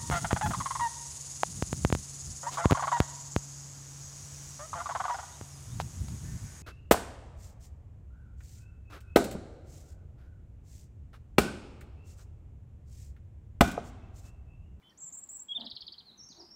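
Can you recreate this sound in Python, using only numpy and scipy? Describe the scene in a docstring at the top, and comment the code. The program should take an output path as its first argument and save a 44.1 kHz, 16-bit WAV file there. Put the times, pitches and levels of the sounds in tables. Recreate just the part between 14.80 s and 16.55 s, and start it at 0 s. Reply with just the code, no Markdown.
"""An outdoor enclosure. A small songbird sings thin high whistles, two clear pips and a trill of eight
hooked notes, with softer slurs before and after; a faint far whistle and two peeps open the scene.
Each note is a gliding, nearly pure tone from the syrinx, thrown back by the ground and walls.
Close by are two short low grunts, probably from meerkats: throat pulses ringing the chest and mouth.
Soft steps on sand and a few ticks of grit lie over a quiet bed of rumble and hiss."""
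import sys
import numpy as np
from scipy import signal
from scipy.fft import rfft, irfft
from scipy.io import wavfile
from scipy.ndimage import uniform_filter1d

SR = 44100
rng = np.random.default_rng(int(sys.argv[2]) if len(sys.argv) > 2 else 0)


def unload_audio(sound):
    """Save the sound as a 16-bit wav file, at the path given as the first command line argument."""
    columns = np.transpose(np.atleast_2d(sound))
    # keep every value between -1 and 1, then stretch to whole-number steps
    steps = np.round(np.clip(columns, -1, 1) * 32767)
    wavfile.write(sys.argv[1], SR, steps.astype(np.int16))


N = 77175


def undb(db):
    """Decibels to gain."""
    return 10 ** (np.asarray(db) / 20)


def unit(x):
    """Scale to rms 1."""
    return x / np.sqrt(np.mean(x ** 2) + 1e-20)


def clock():
    """Time of every sample, in seconds."""
    return np.arange(N) / SR


def walk(rate_hz):
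    """Smooth random wander with rms 1."""
    span = max(int(SR / rate_hz), 1)
    return unit(uniform_filter1d(uniform_filter1d(rng.standard_normal(N), span), span))


def ring(x, hz, width_hz):
    """One resonance, gain 1 at its centre."""
    return signal.lfilter(*signal.iirpeak(hz, hz / width_hz, fs=SR), x)


def steep_ring(x, hz, width_hz):
    """A resonance with its skirts steepened by a second one twice as wide."""
    return ring(ring(x, hz, width_hz), hz, 2 * width_hz)


def enclosure(x, wet_db, echo_db):
    """The direct sound, a few distinct echoes, then a short diffuse tail."""
    # reflections off the ground and walls: delay_s, level_db (before echo_db is added)
    echoes = [(.0031, -12.5), (.0075, -13), (0.0133, -17.5), (.019, -21.5), (.027, -26)]
    t60_s, build_s = 0.4, 0.011
    t = clock()
    tail = rng.standard_normal(N) * undb(-60 * t / t60_s) * (1 - np.exp(-t / build_s))
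    response = undb(wet_db) * unit(tail) / np.sqrt(N)
    response[0] = 1
    for delay_s, level_db in echoes:
        response[int(delay_s * SR)] += undb(level_db + echo_db)
    return signal.fftconvolve(x, response)[:N]


def syrinx(times, hz, db, waver, flutter_db, edge_s=0.0025):
    """One note: a pure tone glides along its curve, trembling in pitch (by the share waver) and level."""
    tremor_hz = 498
    t, times = clock(), np.sort(times)
    glide = uniform_filter1d(np.interp(t, times, hz), size=60)
    pitch = glide * (1 + waver * walk(tremor_hz))
    level = undb(np.interp(t, times, db) + flutter_db * walk(tremor_hz))
    opening = np.clip(.5 + np.minimum(t - times[0], times[-1] - t) / edge_s, 0, 1)
    envelope = level * np.sin(np.pi / 2 * opening) ** 2
    return np.sqrt(2) * envelope * np.sin(2 * np.pi * np.cumsum(pitch) / SR)


def phrase(notes, **voicing):
    """Several gliding notes sung with the same voicing."""
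    return sum(syrinx(*np.array(note).T, **voicing) for note in notes)


def air():
    """A quiet bed of outdoor rumble and hiss, its level gently wandering."""
    # tone colour of the bed: frequency_hz, relative_db
    spectrum = [(20, -24), (35, -10), (55, 2.5), (100, -0.5), (200, 1), (330, -4.5), (500, -10),
                (950, -7.5), (1500, -14.5), (2600, -20), (5000, -25.5), (9000, -28.5), (15500, -31.5)]
    level_db, swell_db = -67, 0.5
    hz, db = np.array(spectrum).T
    bin_hz = np.arange(N // 2 + 1) * SR / N
    colour = undb(np.interp(np.log(bin_hz + 1), np.log(hz), db))
    level = undb(level_db - swell_db * walk(6))
    return level * unit(irfft(rfft(rng.standard_normal(N)) * colour, N))


def far_calls():
    """A faint far whistle in two voices, and two short, lower peeps."""
    # one curve per tone: time_s, pitch_hz, level_db
    notes = [
        [(.024, 2960, -78), (.045, 3077, -66.5), (.076, 3103, -63), (.106, 3135, -64.5), (.115, 3100, -67.5)],
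        [(.030, 3440, -75), (.075, 3400, -69.5), (.118, 3410, -74)],
        [(.019, 2380, -70), (.026, 2160, -73), (.035, 1930, -71)],
        [(.114, 1850, -76), (.123, 1840, -70), (.133, 1790, -68)],
    ]
    calls = phrase(notes, waver=0.0014, flutter_db=2, edge_s=.007)
    return enclosure(calls, wet_db=-22, echo_db=-3.5)


def steps():
    """Paws pad on the sand, each a dull puff of low noise."""
    # footfalls: start_s, pitch_hz, level_db
    footfalls = [(0.072, 173, -64.5), (0.234, 124, -67.5), (0.924, 70.5, -59.5), (.93, 224, -64.5),
                 (1.024, 58, -66), (1.08, 256, -65), (1.298, 185, -60.5), (1.388, 213, -62),
                 (1.418, 107, -59.5), (1.497, 203, -61)]
    rise_s = 0.0097
    out, t = 0, clock()
    for start_s, pitch_hz, level_db in footfalls:
        age = np.maximum(t - start_s, 0) / rise_s
        thud = unit(steep_ring(rng.standard_normal(N), pitch_hz, pitch_hz / 2))
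        out += undb(level_db) * age * np.exp(1 - age) * thud
    return out


def slurs():
    """Softer sliding notes with eased edges, before and after the main song."""
    # one curve per slur: time_s, pitch_hz, level_db
    notes = [
        [(.093, 5350, -74), (.099, 5830, -69), (.103, 4980, -75), (.111, 4150, -70)],
        [(1.255, 4400, -61), (1.274, 4206, -61), (1.290, 4030, -54.5), (1.304, 3820, -58.5)],
        [(1.311, 3136, -71), (1.320, 3715, -60.5), (1.333, 4076, -68.5), (1.348, 4084, -53)],
        [(1.371, 5980, -76), (1.383, 6240, -58), (1.399, 5490, -54), (1.411, 5480, -52.5), (1.432, 6004, -56.5),
         (1.446, 6480, -56), (1.458, 5484, -55.5), (1.478, 5460, -59), (1.507, 6490, -60.5), (1.532, 6520, -71)],
        [(1.491, 4390, -72), (1.500, 5080, -59), (1.512, 4550, -56), (1.528, 3805, -56), (1.535, 3200, -71.5)],
        [(1.565, 4570, -57.5), (1.575, 4340, -57.5), (1.585, 3800, -62)],
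        [(1.581, 5700, -71), (1.596, 5680, -55), (1.605, 5180, -51), (1.623, 4500, -57)],
        [(1.624, 5400, -51), (1.636, 5100, -81), (1.649, 5800, -62), (1.668, 4880, -62.5), (1.685, 5490, -65),
         (1.700, 4550, -61)],
        [(1.703, 5500, -62), (1.718, 5375, -50), (1.732, 5590, -59.5), (1.750, 5550, -56)],
    ]
    song = phrase(notes, waver=0.00578, flutter_db=2, edge_s=.007)
    return enclosure(song, wet_db=-4, echo_db=-4)


def whistles():
    """Two voices of the syrinx beat together; a weak octave arrives mostly by way of the walls."""
    # one curve per thin high whistle: time_s, pitch_hz, level_db
    first_voice = [
        [(.175, 5800, -59), (.181, 7150, -58), (.192, 7750, -53), (.207, 7870, -63), (.216, 7450, -50),
         (.238, 7580, -44), (.248, 7330, -44), (.258, 7500, -59.5), (.268, 7300, -43.5), (.283, 7280, -54.5),
         (.294, 7000, -49)],
        [(.324, 6300, -50), (.331, 7450, -44), (.337, 7950, -52), (.344, 7450, -44), (.353, 8050, -50.5),
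         (.366, 7400, -62), (.376, 7420, -44.5), (.394, 7350, -47.5), (.399, 7400, -54.5)],
        [(.414, 7550, -55), (.428, 7630, -52), (.435, 7650, -46.5), (.439, 7350, -43), (.446, 7450, -58.5)],
        [(.489, 6600, -48), (.494, 7400, -43), (.498, 8000, -53.5), (.510, 7450, -55), (.518, 7650, -51),
         (.527, 7950, -56.5), (.535, 7450, -46.5), (.544, 8000, -58.5), (.553, 7750, -48), (.566, 7670, -44.5),
         (.575, 7300, -54.5)],
        [(.591, 5200, -65), (.595, 7100, -49.5), (.599, 7530, -43), (.605, 7600, -48), (.612, 7870, -55.5),
         (.620, 7480, -49.5), (.627, 7550, -46)],
    ]
    # curves of the voice that joins some whistles: time_s, pitch_hz, level_db
    second_voice = [
        [(.204, 7420, -46.5), (.218, 6300, -70), (.231, 6230, -61), (.245, 5930, -64)],
        [(.259, 7810, -55.5), (.271, 7870, -59.5), (.287, 7760, -50.5), (.297, 7300, -52)],
        [(.326, 6300, -65), (.338, 7150, -59), (.352, 7300, -44.5), (.363, 7100, -56)],
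        [(.371, 7890, -48.5), (.386, 8240, -64.5), (.397, 8170, -50)],
        [(.497, 7150, -50), (.508, 7850, -45), (.520, 7250, -54), (.538, 7900, -48), (.551, 7300, -57.5),
         (.562, 7300, -51.5), (.572, 7750, -44.5)],
        [(.604, 7800, -50), (.613, 7300, -55), (.624, 7800, -48.5)],
    ]
    # octave overtone of each whistle: relative_db
    overtones = [-31.5, -26.5, -33, -22, -29]
    voicing = dict(waver=0.0165, flutter_db=0)
    voices = phrase(first_voice + second_voice, **voicing)
    octave = 0
    for note, relative_db in zip(first_voice, overtones):
        times, hz, db = np.array(note).T
        octave += syrinx(times, 2 * hz, db + relative_db, **voicing)
    return enclosure(voices, wet_db=-12, echo_db=2.5) + enclosure(octave, wet_db=-3.5, echo_db=10.5)


def grit():
    """Now and then a grain of grit ticks underfoot: a tiny spike of bright noise."""
    # grains: peak_s, level_db, pitch_hz
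    ticks = [(0.304, -64, 5000), (0.477, -64, 10100), (.693, -63.5, 5730), (1.489, -62.5, 8000)]
    decay_s = 0.00062
    out, t = 0, clock()
    for peak_s, level_db, pitch_hz in ticks:
        spike = np.exp(-np.abs(t - peak_s) / decay_s)
        out += undb(level_db) * spike * unit(ring(rng.standard_normal(N), pitch_hz, pitch_hz / 2))
    return out


def pips():
    """Two clear, steady pips, each dropping in pitch as it closes."""
    # one curve per pip: time_s, pitch_hz, level_db
    notes = [
        [(.685, 3350, -49.5), (.694, 3272, -42), (.706, 3316, -39.5), (.722, 3334, -34.5), (.728, 3345, -40.5),
         (.737, 3046, -47)],
        [(.742, 3287, -54), (.749, 3480, -43), (.753, 3608, -39), (.769, 3584, -33), (.775, 3460, -35),
         (.781, 3050, -42.5)],
    ]
    song = phrase(notes, waver=0.0014, flutter_db=0.06)
    return enclosure(song, wet_db=-11, echo_db=-0.5)


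def grunts():
    """Uneven throat pulses and a throbbing rasp ring the chest and mouth, swelling and fading."""
    # grunts: peak_s, half_length_s, pulse_rate_hz, level_db, chest_hz, mouth_gain_db
    calls = [(0.818, 0.052, 80, -51.5, 223.5, -2.5), (1.605, 0.047, 170, -57.5, 346, -2.5)]
    # mouth resonances: centre_hz, width_hz, gain_db
    formants = [(696, 172, -7), (852, 106, -14), (1740, 180, -23.5)]
    jitter, shimmer_db, chest_width_hz = .2, 2, 47.5
    rasp_gain, throb_hz, throb_depth = 0.052, 55, 0.51
    out, t = 0, clock()
    throb = 1 + throb_depth * np.cos(2 * np.pi * throb_hz * t)
    for peak_s, half_length_s, rate_hz, level_db, chest_hz, mouth_gain_db in calls:
        cycles = np.floor(np.cumsum(rate_hz * np.exp(jitter * walk(rate_hz))) / SR)
        pulses = np.diff(cycles, prepend=0) * undb(shimmer_db * walk(rate_hz))
        rasp = rasp_gain * rng.standard_normal(N) * throb
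        swell = np.exp(-np.abs((t - peak_s) / half_length_s) ** 3)
        throat = (pulses + rasp) * swell
        chest = steep_ring(throat, chest_hz, chest_width_hz)
        mouth = sum(undb(db) * steep_ring(throat, hz, width_hz) for hz, width_hz, db in formants)
        voice = unit(chest + undb(mouth_gain_db) * mouth)
        out += undb(level_db) * voice * np.sqrt(np.mean(swell ** 2))  # about level_db at the crest
    return enclosure(out, wet_db=-10, echo_db=-17)


def trill():
    """Eight hooked notes: each arches up, weakens at the top and sweeps steeply down."""
    # notes of the trill: top_s, pitch_hz, length_ratio, rise_db, fall_db
    notes = [(0.806, 5230, .92, -54.5, -38.5), (0.859, 5490, 1.1, -49, -40), (0.91, 5443, 0.88, -47, -40.5),
             (.962, 5457, 0.86, -45, -40.5), (1.016, 5380, 0.79, -44, -41), (1.076, 5344, 0.79, -45.5, -40),
             (1.132, 5226, 0.96, -45.5, -49), (1.196, 5003, 1.2, -45.5, -51)]
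    # the hook that shapes every note: offset_from_top_s, pitch_ratio, relative_db
    hook = [(-.012, .80, -1.5), (-.009, .85, -0.5), (-.004, .905, -5), (0, 0.98, -11), (.002, .86, -9),
            (.005, .77, -0.5), (.010, 0.64, -4.5), (.014, 0.58, -9)]
    offset_s, pitch_ratio, relative_db = np.array(hook).T
    falling = np.arange(len(hook)) > np.argmax(pitch_ratio)
    song = 0
    for top_s, pitch_hz, length_ratio, rise_db, fall_db in notes:
        times = top_s + length_ratio * offset_s
        level_db = relative_db + np.where(falling, fall_db, rise_db)
        song += syrinx(times, pitch_hz * pitch_ratio, level_db, waver=0.0116, flutter_db=3)
    return enclosure(song, wet_db=-10.5, echo_db=3.5)


def scene():
    """Birdsong and the animals on the sand, over the bed of air, in mono."""
    birdsong = pips() + slurs() + far_calls() + whistles() + trill()
    return (birdsong + grunts() + steps() + grit() + air())[None]


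def record(dry):
    """A steep low-pass cuts the very top of the treble."""
    cutoff_hz = 15700
    return signal.sosfilt(signal.ellip(14, .2, 70, cutoff_hz, fs=SR, output="sos"), dry)


dry = scene()
out = record(dry)
unload_audio(out)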